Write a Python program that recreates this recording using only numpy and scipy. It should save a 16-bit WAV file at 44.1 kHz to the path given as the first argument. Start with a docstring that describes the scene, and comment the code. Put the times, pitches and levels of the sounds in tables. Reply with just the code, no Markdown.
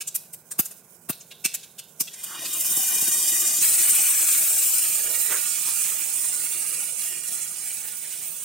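"""Seeds and paste in hot oil

Seeds pop in a small frying pan on a gas ring, close by; the hardest pops knock the pan.
Wet paste is poured from a bowl held over it: it plops, its water flashes to steam, the sizzle swells.
The bowl is lifted and the sound opens up, then slowly dies down as the paste cools the pan."""
import sys
import numpy as np
from scipy import signal
from scipy.fft import rfft, irfft
from scipy.io import wavfile

SR = 44100
rng = np.random.default_rng(int(sys.argv[2]) if len(sys.argv) > 2 else 0)


def int16_out(signal):
    """Quantize to a 16-bit WAV file."""
    q = np.round(np.clip(np.atleast_2d(signal).T, -1, 1) * 32767)
    wavfile.write(sys.argv[1], SR, q.astype(np.int16))


N = 372600
TIME = np.arange(N) / SR
BINS_HZ = np.maximum(np.arange(N // 2 + 1) * SR / N, 1)
PASTE_IN_S, LAYER_BUILD_S, BOWL_UP_S = 2.078, 0.33, 3.617
MONO_BELOW_HZ = 4300   # pops and bubbles sound mono below this pitch, wide above it


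def from_db(db):
    """Decibels to gain."""
    return 10 ** (np.asarray(db) / 20)


def rms_one(x):
    """Scale the channel mean to rms 1."""
    return x / np.sqrt(np.mean(np.atleast_2d(x).mean(axis=0) ** 2) + 1e-20)


def curve(rows, at_s=TIME):
    """Interpolate each column after the first over time."""
    times_s, *columns = np.transpose(rows)
    return [np.interp(at_s, times_s, column) for column in columns]


def hump(centre_s, half_s):
    """Gaussian of height 1 in time."""
    return np.exp(-.5 * np.minimum(((TIME - centre_s) / half_s) ** 2, 60))


def colour(hz, points, ripple=()):
    """Gain of a broad spectrum with bell-shaped peaks and notches."""
    knots_hz, knots_db = np.transpose(points)
    ripple_db = np.zeros(len(hz))
    for centre_hz, width_hz, height_db in ripple:
        ripple_db += height_db * np.exp(-np.minimum((2 * (hz - centre_hz) / max(width_hz, 60)) ** 2, 20))
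    return from_db(np.interp(np.log(hz), np.log(knots_hz), knots_db) + np.clip(ripple_db, -30, 15))


def band(low_hz, high_hz):
    """Steep band-pass gain."""
    return 1 / np.sqrt((1 + (low_hz / BINS_HZ) ** 16) * (1 + (BINS_HZ / high_hz) ** 16))


def filtered(x, gain):
    """Apply a gain per frequency; rms 1."""
    return rms_one(irfft(rfft(x) * gain, N))


def drift(rate_hz):
    """Smooth random curve, rms 1."""
    size = 2 ** 14
    hz = np.arange(size // 2 + 1) * SR / N
    slow = irfft(rfft(rng.standard_normal(size)) / (1 + (hz / rate_hz) ** 4), size)
    return np.interp(np.arange(N) * size / N, np.arange(size), rms_one(slow))


def patches(shape, step_hz, step_s, width_hz, length_s):
    """Smooth random field over frequency and time: unit spread, then clipped."""
    across, along = np.fft.fftfreq(shape[0], step_hz)[:, None], np.fft.rfftfreq(shape[1], step_s)
    smoothing = np.exp(-(across * width_hz) ** 2 - (along * length_s) ** 2)
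    field = np.fft.irfft2(np.fft.rfft2(rng.standard_normal(shape)) * smoothing, shape)
    return np.clip(field / field.std(), -2.5, 1.7)


def stereo(mid, side, coherence):
    """Two channels of given coherence from two unrelated signals."""
    coherence = np.clip(coherence, 0, 1)
    return np.sqrt(1 + coherence) * mid + np.sqrt(1 - coherence) * side * np.array([[1], [-1]])


def panned(pan_db):
    """Constant-power gains; positive is left."""
    gains = from_db(np.array([[.5], [-.5]]) * pan_db)
    return gains / np.sqrt(np.mean(gains ** 2, axis=0))


def add(out, sound, start_s):
    """Mix in a short sound."""
    at = int(round(start_s * SR))
    sound = sound[:, max(-at, 0):N - at]
    out[:, max(at, 0):max(at, 0) + sound.shape[1]] += sound


# Flame spectrum: f/Hz, level/dB
FLAME_COLOUR = [(24, -55), (40, -15), (70, -15), (162, 6.5), (242, -2.5), (293, -7), (386, -1.5),
                (640, -4.5), (965, -8.5), (1070, -8), (1340, -19), (1410, -5.5), (1830, -19.5), (2500, -14),
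                (3250, -50), (5500, -120)]


def flame(level_db=-59):
    """The gas flame rumbles steadily."""
    noise = stereo(*rng.standard_normal((2, N)), coherence=1)
    rumble = filtered(noise, colour(BINS_HZ, FLAME_COLOUR) * band(20, 2900))
    return from_db(level_db) * rumble * panned(pan_db=-3.5)


def collapses(per_s):
    """Two unrelated trains of tiny steam bubbles bursting at random."""
    bursts = rng.random((2, N)) < per_s / SR
    return bursts * rng.standard_normal((2, N))


# Oil fizz spectrum: f/Hz, level/dB
FIZZ_COLOUR = [(880, -47), (1500, -33), (2250, -24), (3000, 0), (3530, -7), (4100, -2), (4480, -9),
               (5050, 2.5), (5750, 3), (6200, 6), (7300, 9), (8600, 10), (11000, 8.5), (15800, 9.5)]


def oil_fizz(level_db=-55, site_db=3.0, flicker_db=2.2):
    """Tiny bubbles fizz unevenly on the right, each patch at its own pitches."""
    clicks = stereo(*collapses(per_s=7000), coherence=0.31)
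    fizz = filtered(clicks, colour(BINS_HZ, FIZZ_COLOUR) * band(1600, 17000))
    hz, s, spectra = signal.stft(fizz, SR, nperseg=1024)
    sites_db = site_db * patches(spectra.shape[1:], hz[1], s[1], width_hz=250, length_s=0.11)
    fizz = rms_one(signal.istft(spectra * from_db(sites_db), SR)[1][:, :N])
    return from_db(level_db + flicker_db * drift(21)) * fizz * panned(pan_db=-12.5)


# Bursting seeds: t/s, body/dB, crack/dB, snap/dB, tick/dB, ring/Hz, near-rim delay/ms
SEED_POPS = [(0.016, -41, -34, -23, -28, 2700, 0.78), (0.081, -46, -38.5, -19.5, -27, 7760, 0.31),
             (0.157, -38, -38.5, -19, -14, 2700, 1.55), (0.34, -43, -51, -33.5, -27.5, 8200, 0.39),
             (0.519, -34, -44.5, -24.5, -27, 8600, 0.26), (0.597, -30, -31, -16.5, -9, 2630, 0.6),
             (0.659, -43, -49, -27.5, -26, 6950, 0.51), (0.716, -40, -50, -37, -38, 8700, 0.28),
             (1.101, -33, -30.5, -26, -15.5, 9000, 0.25), (1.132, -56, -37, -37, -47, 4120, 0.49),
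             (1.212, -56, -50, -33.5, -62, 6650, 0.34), (1.319, -45, -31, -42, -44, 3740, 0.26),
             (1.455, -32.5, -20, -13, -16.5, 2330, 0.34), (1.548, -38, -32.5, -18, -21.5, 2000, 0.27),
             (1.638, -46, -41.5, -35, -44, 3520, 0.3), (1.793, -45.5, -33.5, -30, -34, 3060, 0.247),
             (2.01, -38, -31.5, -14.5, -13.5, 6000, 0.35), (2.081, -47, -33.5, -37, -52, 3440, 0.25),
             (2.141, -45, -45, -30, -45, 9130, 0.42), (2.242, -38, -49, -28, -25, 8150, 0.58),
             (2.459, -40, -28, -29, -33, 4600, 0.7), (2.537, -47, -49, -19, -23, 7540, 0.82)]
# Pan response to a pop: f/Hz, width/Hz, gain/dB
POP_MODES = [(650, 120, 9.5), (950, 180, -10), (1620, 190, 4), (2130, 200, -4), (2610, 620, 7),
             (3700, 160, 3.5), (4170, 780, -3), (6940, 180, 4), (7850, 200, -4), (8410, 140, 8),
             (8550, 180, 2), (9170, 150, 4.5), (9900, 370, -2), (12700, 500, -5), (13270, 170, 1),
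             (15025, 1600, -6)]


def pops(rise_s=0.006, fall_s=0.0082, spatter_db=-13, spatter_s=0.018, room_db=-21.5, room_t60_s=0.48,
         ring_width_hz=850, ring_db=7.5, near_gain=0.37, far_gain=0.6, grain_db=1.3):
    """A seed bursts: a ringing spit of steam, a spatter of oil, then the kitchen's tail."""
    size, lead_s = 2 ** 14, .03
    t, hz = np.arange(size) / SR - lead_s, np.maximum(np.arange(size // 2 + 1) * SR / size, 1)
    burst = np.exp(-.5 * np.abs(t / np.where(t < 0, rise_s, fall_s)) ** 2.08)
    after_s, handover = np.maximum(t, 0), np.sqrt((t > 0) * (1 - burst))
    direct = np.hypot(burst, handover * from_db(spatter_db) * np.exp(-after_s / spatter_s))
    tail = handover * from_db(room_db - 60 * after_s / room_t60_s)
    walls = colour(hz, [(1400, 7), (2700, 5.1), (4000, 13.4), (7000, 3.6), (14000, 2)])
    metal = colour(hz, [(1, 0), (SR, 0)], POP_MODES)
    coherence = np.where(hz < MONO_BELOW_HZ, .99, .45)
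    comb_norm = np.sqrt(2 * (1 + near_gain ** 2 + 2 * far_gain ** 2))
    out = np.zeros((2, N))
    for s, body_db, crack_db, snap_db, tick_db, ring_hz, rim_ms in SEED_POPS:
        shape = [(200, body_db - 21), (1200, body_db), (3000, crack_db),
                 (7500, snap_db), (13000, tick_db)]
        # each seed lies elsewhere, so its rim echoes differ
        delays_ms = np.array([[rim_ms], [rng.uniform(1.2, 2.2)], [rng.uniform(2.4, 4)]])
        near, *far = np.exp(-2j * np.pi * hz * delays_ms / 1000)
        comb = np.abs(1 + near_gain * near + far_gain * sum(far)) / comb_norm
        gain = colour(hz, shape, [(ring_hz, ring_width_hz, ring_db)]) * metal * comb
        spit, wash = [stereo(*rfft(rng.standard_normal((2, size))), coherence) * gain for _ in range(2)]
        sound = irfft(spit, size) * direct + irfft(wash * walls, size) * tail
        add(out, sound * panned(pan_db=-1), s - lead_s)
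    husk_snaps = rms_one(from_db(grain_db * np.clip(drift(500), -2, 2)))
    return out * husk_snaps * np.minimum(TIME / rise_s, 1)


# The hardest pops knock the pan: t/s, level/dB
KNOCKS = [(0.598, -21), (1.102, -21), (1.458, -30.5), (2.013, -32)]
# Knock and rattle spectra: f/Hz, level/dB
KNOCK_COLOUR = [(40, -36), (90, -14), (140, 4), (260, 5), (400, -1), (520, -35), (700, -5), (1000, -23),
                (1600, -16.5), (2500, -20), (5000, -60)]
RATTLE_COLOUR = [(150, -17), (400, 10), (520, -15), (700, 6), (900, -3), (1100, 8), (1500, 2), (1900, -7),
                 (2600, -20), (5000, -50)]


def knocks(lag_s=0.00964, body_hz=200, ring_hz=1450, ring_db=-29, ring_t60_s=0.19,
           rattle_db=-16.5, rattle_s=0.007):
    """Bending waves cross the pan, short ones first: a snap falls to a thump, with rattle and ring."""
    size, lead_s = 2 ** 15, .03
    t, hz = np.arange(size) / SR - lead_s, np.maximum(np.arange(size // 2 + 1) * SR / size, 1)
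    cycles = hz * (lead_s - lag_s) + 2 * lag_s * np.sqrt(body_hz * hz)   # travel time ~ 1 / sqrt(f)
    snap = irfft(colour(hz, KNOCK_COLOUR) * np.exp(-2j * np.pi * cycles), size)
    snap /= np.abs(snap).max()
    after_s = np.maximum(t, 0)
    ring = from_db(ring_db - 60 * after_s / ring_t60_s) * np.sin(2 * np.pi * ring_hz * after_s)
    shaking = from_db(rattle_db) * np.exp(-.5 * (t / rattle_s) ** 2)
    out = np.zeros((1, N))
    for s, level_db in KNOCKS:
        rattle = rms_one(irfft(rfft(rng.standard_normal(size)) * colour(hz, RATTLE_COLOUR), size))
        add(out, from_db([[level_db]]) * (shaking * rattle + ring - snap), s - lead_s)
    return out


# Spray band trim: t/s, gain/dB
SPRAY_TRIM = [(2.3, 2.5), (2.62, 4), (2.85, 2), (3.1, -1.5), (3.42, -2), (3.65, -5), (4.05, -3.5),
              (4.4, -2), (4.65, -1), (5.05, -0.5), (5.7, 0), (6.5, 1.5), (7.5, 4), (8.3, 10)]


def band_levels(vigour, responses, surge_db=0, reference_db=-24):
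    """One vigour drives gurgle, boil, hiss and spray, each by its own slope; in dB."""
    vigour_db = curve(vigour)[0] + surge_db - reference_db
    gurgle, boil, hiss, spray = [level_db + slope * vigour_db for level_db, slope in responses]
    return [gurgle, boil, hiss, spray + curve(SPRAY_TRIM)[0]]


# Edges of the gurgle, boil, hiss and spray bands: f/Hz
BAND_EDGES_HZ = [60, 800, 4300, 10500, 17000]


def sizzle(levels_db, pan_db, gain, spurt_db, spurt_hz, flicker_db, gurgle_flicker_db):
    """Steam escapes in spurts; each bubble size, from large to fine spray, fills its own band."""
    spurts = drift(spurt_hz)
    bursts_per_s = [3424, 16000, 36000, 36000]
    pan_share, coherence = [0.676, 0.34, 0.68, 1.05], [1, 1, .46, .18]
    flickers_db = [gurgle_flicker_db, flicker_db, flicker_db, flicker_db]
    off_centre_loss = 0.045 * np.maximum(np.abs(pan_db) - 2.5, 0)
    out = 0
    for k, level_db in enumerate(levels_db):
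        mid, side = irfft(rfft(collapses(bursts_per_s[k])) * gain * band(*BAND_EDGES_HZ[k:k + 2]), N)
        pair = rms_one(stereo(mid, side, coherence[k] * (1 - off_centre_loss)))
        flutter_db = spurt_db * spurts + flickers_db[k] * drift(22.4)
        out = out + pair * from_db(level_db + flutter_db) * panned(pan_share[k] * pan_db)
    return out


# Sizzle spectrum under the bowl: f/Hz, level/dB
POURING_COLOUR = [(60, -28.1), (100, -21), (160, -13.5), (350, -6.0), (800, -11.5), (1500, -13), (2600, -6),
                  (4500, -5), (6500, 10), (8700, 12), (10500, 9), (12500, 6.5), (15000, 3)]
# Notches that hollow out the sizzle during the pour, and one peak: f/Hz, width/Hz, gain/dB
POURING_NOTCHES = [(425, 48, -15), (530, 100, -24), (928, 240, -15), (1044, 58, 8.5), (1110, 49, -19),
                   (1250, 60, -15), (1354, 103, -23), (1690, 310, -8), (2020, 52, -19), (2190, 130, -31),
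                   (2250, 110, -12.4), (2320, 90, -27.5), (2550, 58, -24), (2696, 170, -21),
                   (2730, 120, -12), (3085, 80, -14), (3340, 260, -10), (3540, 99, -22), (3920, 110, -32),
                   (4140, 180, -30), (4328, 120, -16), (6480, 170, -13), (7100, 150, -8), (7850, 280, -16),
                   (8840, 220, -8), (9600, 270, -16)]
# Steam puffs from under the bowl: t/s, height/dB
PUFFS = [(2.608, 6), (2.66, 4.5), (2.713, 6), (2.774, 6), (2.83, 1.5), (2.875, 4), (2.952, 4), (3.02, 4.5),
         (3.083, 4), (3.134, 5.5), (3.178, 3), (3.23, 4.5), (3.286, 4), (3.359, 3.5), (3.406, 4),
         (3.474, 3), (3.554, 1.5)]


def pouring(levels_db, pan_db, spread_s=0.1, puff_s=0.0093, lull_db=-1.5):
    """Paste spreads and fries in puffs under the bowl; large bubbles need a layer to build first."""
    landed = np.clip((TIME - PASTE_IN_S) / spread_s, 0, 1)
    layer = np.clip((TIME - PASTE_IN_S) / LAYER_BUILD_S, 0, 1) ** 2
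    puff_db = lull_db + sum(height_db * hump(s, puff_s) for s, height_db in PUFFS)
    contact_loss_db, puff_share = [22, 11.6, 13, 16], [0.25, 0.17, 1, 0.93]
    puffing_db = [level_db - loss_db * (1 - layer) + share * puff_db
                  for level_db, loss_db, share in zip(levels_db, contact_loss_db, puff_share)]
    return landed * sizzle(puffing_db, pan_db, colour(BINS_HZ, POURING_COLOUR, POURING_NOTCHES),
                           spurt_db=0.86, spurt_hz=45, flicker_db=0.85, gurgle_flicker_db=1.4)


# Backsplash and wall echoes: delay/ms, level/dB
ECHOES = [(5.35, -11), (10.62, -11.5), (17.8, -15), (23.5, -17.5)]


def echoes(x, sway_ms=0.032, sway_hz=3, highpass_hz=1500):
    """Near surfaces reflect the treble; the listening point sways, so their comb keeps shifting."""
    treble_gain = 1 / (1 + (highpass_hz / BINS_HZ) ** 4)
    treble = irfft(rfft(x) * treble_gain, N)
    out, power = x.copy(), 0
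    for delay_ms, echo_db in ECHOES:
        read_s = TIME - (delay_ms + sway_ms * drift(sway_hz)) / 1000
        out += from_db(echo_db) * np.array([np.interp(read_s, TIME, channel) for channel in treble])
        power += from_db(echo_db) ** 2
    return irfft(rfft(out) / np.sqrt(1 + 0.51 * power * treble_gain ** 2), N)


# Treble hollow with a crest below it: t/s, f/Hz, hollow/dB, crest/dB
HOLLOW = [(3.65, 11150, -4.5, 2), (4.4, 10600, -3.5, 1.5), (5.2, 10800, -4.5, -0.5), (5.7, 11200, -3.5, 0),
          (6.15, 11800, -6, -0.5), (6.65, 13700, -5, 1), (7.5, 13600, -4, -1.5), (7.9, 12500, -5.5, -2),
          (8.4, 11200, -6, 1.5)]


def colour_flicker(x, slow_db=2.7, fast_db=2.5, fast_top_hz=6800, width_hz=1000, crest_ratio=0.76):
    """The sizzle's colour flickers in random narrow patches and dips; a hollow glides in the treble."""
    hz, s, spectra = signal.stft(x, SR, nperseg=1024)
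    grid = (spectra.shape[1:], hz[1], s[1])
    slow = patches(*grid, width_hz=160, length_s=0.37)
    fast = patches(*grid, width_hz=300, length_s=0.067) / (1 + (hz[:, None] / fast_top_hz) ** 4)
    centre_hz, hollow_db, crest_db = curve(HOLLOW, s)
    hollow = np.exp(-.5 * ((hz[:, None] - centre_hz) / width_hz) ** 2)
    crest = np.exp(-.5 * ((hz[:, None] - crest_ratio * centre_hz) / width_hz) ** 2)
    gain = from_db(slow_db * slow + fast_db * fast + hollow_db * hollow + crest_db * crest)
    return signal.istft(spectra * gain, SR)[1][:, :N]


# Wet splutters: t/s, level/dB, f/Hz, half length/s
SPLUTTERS = [(2.34, -43.5, 1240, 0.039), (2.433, -44, 676, 0.011), (4.707, -62, 2220, 0.0075),
             (5.09, -50, 490, 0.099), (5.32, -35, 2700, .014), (5.322, -44.5, 800, 0.011),
             (5.335, -34, 1600, 0.027), (5.338, -44.5, 440, 0.034), (5.688, -46.5, 1050, 0.025),
             (5.695, -38.5, 5040, .025), (5.87, -41, 2600, 0.044), (7.284, -51, 4400, 0.026),
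             (7.866, -50, 2040, 0.03), (8.05, -48, 2350, 0.02), (8.12, -49, 2430, .045),
             (8.154, -47, 5630, 0.054), (8.227, -54, 2430, .03)]


def splutters(width_octaves=0.47):
    """Paste spreads or a steam pocket breaks through: a brief rush of bubbles around one pitch."""
    out = np.zeros(N)
    for s, level_db, centre_hz, half_s in SPLUTTERS:
        gain = np.exp(-.5 * (np.log2(BINS_HZ / centre_hz) / width_octaves) ** 2)
        out += from_db(level_db) * filtered(rng.standard_normal(N), gain) * hump(s, half_s)
    return out * panned(pan_db=-2.5)


def bubbles(hiss_db, from_s, to_s, spectrum, ripple, level_db, count,
            low_hz=1400, high_hz=12000, ring_s=0.017, spread_db=5.5):
    """Small bubbles ring briefly, each at its own pitch; their level follows the hiss."""
    when, pitch, phase, far_phase = rng.random((count, 4)).T
    start_s, hz = from_s + when * (to_s - from_s), low_hz + (high_hz - low_hz) * pitch
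    scatter_db = spread_db * np.clip(rng.standard_normal(count), -2, 1.5)
    gain = from_db(np.interp(start_s, TIME, hiss_db) + level_db + scatter_db)
    gain *= colour(hz, spectrum, ripple)
    t = np.arange(900) / SR
    envelope = gain[:, None] * t / ring_s * np.exp(1 - t / ring_s) * (1 - t / t[-1])
    at = ((start_s * SR).astype(int)[:, None] + np.arange(len(t))).ravel()
    phases = [phase, np.where(hz < MONO_BELOW_HZ, phase, far_phase)]
    rings = [envelope * np.sin(2 * np.pi * (p[:, None] + hz[:, None] * t)) for p in phases]
    return np.array([np.bincount(at, channel.ravel(), N)[:N] for channel in rings])


# Lumps landing and thick bubbles opening: t/s, level/dB
PLOPS = [(2.715, -33), (2.776, -22.5), (2.965, -30), (3.028, -26), (3.085, -28), (5.32, -33), (5.685, -34)]
# Plop spectrum: f/Hz, level/dB
PLOP_COLOUR = [(50, -30), (90, -21), (130, 0.5), (230, -1), (350, -2), (520, -4), (700, -4), (1000, -13),
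               (1500, -13), (2500, -32), (5000, -70)]


def plops(push_s=0.00048, rattle_db=4.5, rattle_s=0.0044, trim_db=-2.0):
    """Each plop is one low push on the pan inside a brief dull rattle."""
    force = np.zeros(N)
    for s, level_db in PLOPS:
        near = np.abs(TIME - s) < .06
        t = TIME[near] - s
        push = -np.exp(-.5 * (t / push_s) ** 2)
        rattle = from_db(rattle_db) * rng.standard_normal(len(t)) * np.exp(-np.abs(t) / rattle_s)
        force[near] += from_db(level_db + trim_db) * (push + rattle)
    return irfft(rfft(force) * colour(BINS_HZ, PLOP_COLOUR), N)


# Open-pan sizzle spectrum: f/Hz, level/dB
FRYING_COLOUR = [(60, -33), (100, -38.5), (160, -23.5), (350, -27), (800, -20.5), (1500, -23.5),
                 (2600, -16), (4500, -16.5), (6500, -5), (8700, 4.5), (10500, -2.5), (12500, -5.5),
                 (15000, -5)]
# Narrow peaks and notches in the open sizzle's colour: f/Hz, width/Hz, gain/dB
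FRYING_RIPPLE = [(225, 60, -5), (353, 64, 8.5), (410, 54, -11), (570, 68, -11), (760, 46, -13.5),
                 (940, 170, -10.5), (1106, 48, -18.5), (1441, 46, 13), (1470, 230, -4.5), (1790, 54, -7),
                 (2054, 56, 12.5), (2064, 123, -14), (2390, 210, 3.5), (2490, 69, -11), (2570, 74, 1.5),
                 (2704, 85, -9), (3147, 200, -8), (3425, 86, -14), (3666, 203, -10.5), (3775, 76, 9.5),
                 (3855, 155, -18.5), (4200, 52, -42), (4500, 68, -14), (5880, 120, -11), (7140, 110, -1),
                 (7360, 130, 1), (7840, 370, -2.5), (9140, 120, -12), (9420, 240, 3), (14600, 550, 5)]


def frying(levels_db, pan_db, spurt_db=0.71, growth_db_per_s=0.0336):
    """Paste fries in the open pan, more fitfully as it cools."""
    fitful_db = spurt_db + growth_db_per_s * np.maximum(TIME - BOWL_UP_S, 0)
    return sizzle(levels_db, pan_db, colour(BINS_HZ, FRYING_COLOUR, FRYING_RIPPLE),
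                  spurt_db=fitful_db, spurt_hz=40.8, flicker_db=0.98, gurgle_flicker_db=2.0)


def lean(surge_db, from_s=4.71, takes_s=0.49, pan_db=-9):
    """Balance in dB: the fading sizzle shifts right; surges pull it towards the middle."""
    return np.clip((TIME - from_s) / takes_s, 0, 1) * (pan_db + surge_db)


# Sizzle vigour as the paste spreads, then as it cools the pan: t/s, level/dB
SWELL = [(2.3, -26.5), (2.376, -29.5), (2.586, -26.5), (2.838, -24.5), (3.6, -23)]
COOLING = [(3.68, -19.5), (4.87, -24.5), (4.93, -25), (7.01, -31), (7.51, -35), (8.44, -39)]
# Gurgle, boil, hiss, spray, under the bowl and in the open: level/dB, slope/(dB per dB of vigour)
POURING_BANDS = [(-51, 0.23), (-37.5, 0.48), (-27.5, 2.1), (-25.5, 3)]
FRYING_BANDS = [(-56.5, .5), (-39, 0.84), (-26.5, 0.77), (-25.5, 1.5)]
# Steam pockets breaking out, and lulls: t/s, vigour change/dB, half length/s
SURGES = [(3.635, 1.0, 0.024), (3.865, 0.7, 0.022), (4.33, 1, 0.02), (4.58, 1, 0.12), (4.95, -0.5, 0.038),
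          (5.192, 1, 0.037), (5.684, 2, 0.019), (5.847, 1.5, 0.037), (6.075, -0.1, 0.15), (6.268, 2, 0.032),
          (6.94, -3.5, 0.04), (7.05, 2.5, 0.038), (7.213, -2.5, 0.027), (7.324, 1.5, 0.027),
          (7.6, -1.5, 0.036), (7.702, 2.5, 0.083), (7.993, -0.5, 0.035), (8.254, 1.7, 0.027)]


def scene(lift_s=0.025):
    """Stove, seeds and paste; the sizzle crossfades to the open pan as the bowl lifts."""
    lumps = plops()
    surge_db = sum(height_db * hump(s, half_s) for s, height_db, half_s in SURGES)
    pouring_db = band_levels(SWELL, POURING_BANDS)
    frying_db = band_levels(COOLING, FRYING_BANDS, surge_db)
    pan_db = lean(surge_db)
    under_bowl = (pouring_db[2], PASTE_IN_S + LAYER_BUILD_S, BOWL_UP_S, POURING_COLOUR, POURING_NOTCHES)
    open_pan = (frying_db[2], BOWL_UP_S, N / SR, FRYING_COLOUR, FRYING_RIPPLE)
    wet = bubbles(*under_bowl, level_db=-11.5, count=400, low_hz=4530)
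    wet += bubbles(*open_pan, level_db=-2.0, count=3000)
    # water droplets spit in the oil: lower, much shorter
    spits = bubbles(*open_pan, level_db=3.0, count=600, low_hz=2790, high_hz=6460,
                    ring_s=0.0019, spread_db=2.5)
    out = flame() + oil_fizz() + pops() + knocks() + splutters() + lumps
    lifted = np.clip((TIME - BOWL_UP_S) / lift_s + .5, 0, 1)
    paste = np.sqrt(1 - lifted) * pouring(pouring_db, pan_db)
    paste += np.sqrt(lifted) * frying(frying_db, pan_db)
    return out + colour_flicker(echoes(paste)) + (wet + spits) * panned(pan_db)


def record(dry):
    """Steep low-pass and a click-free start."""
    cutoff_hz, edge_hz, fade_s = 15850, 200, .005
    lowpass = np.clip((cutoff_hz - BINS_HZ) / edge_hz + .5, 0, 1)
    return irfft(rfft(dry) * lowpass, N) * np.minimum(TIME / fade_s, 1) ** 2


dry = scene()
out = record(dry)
int16_out(out)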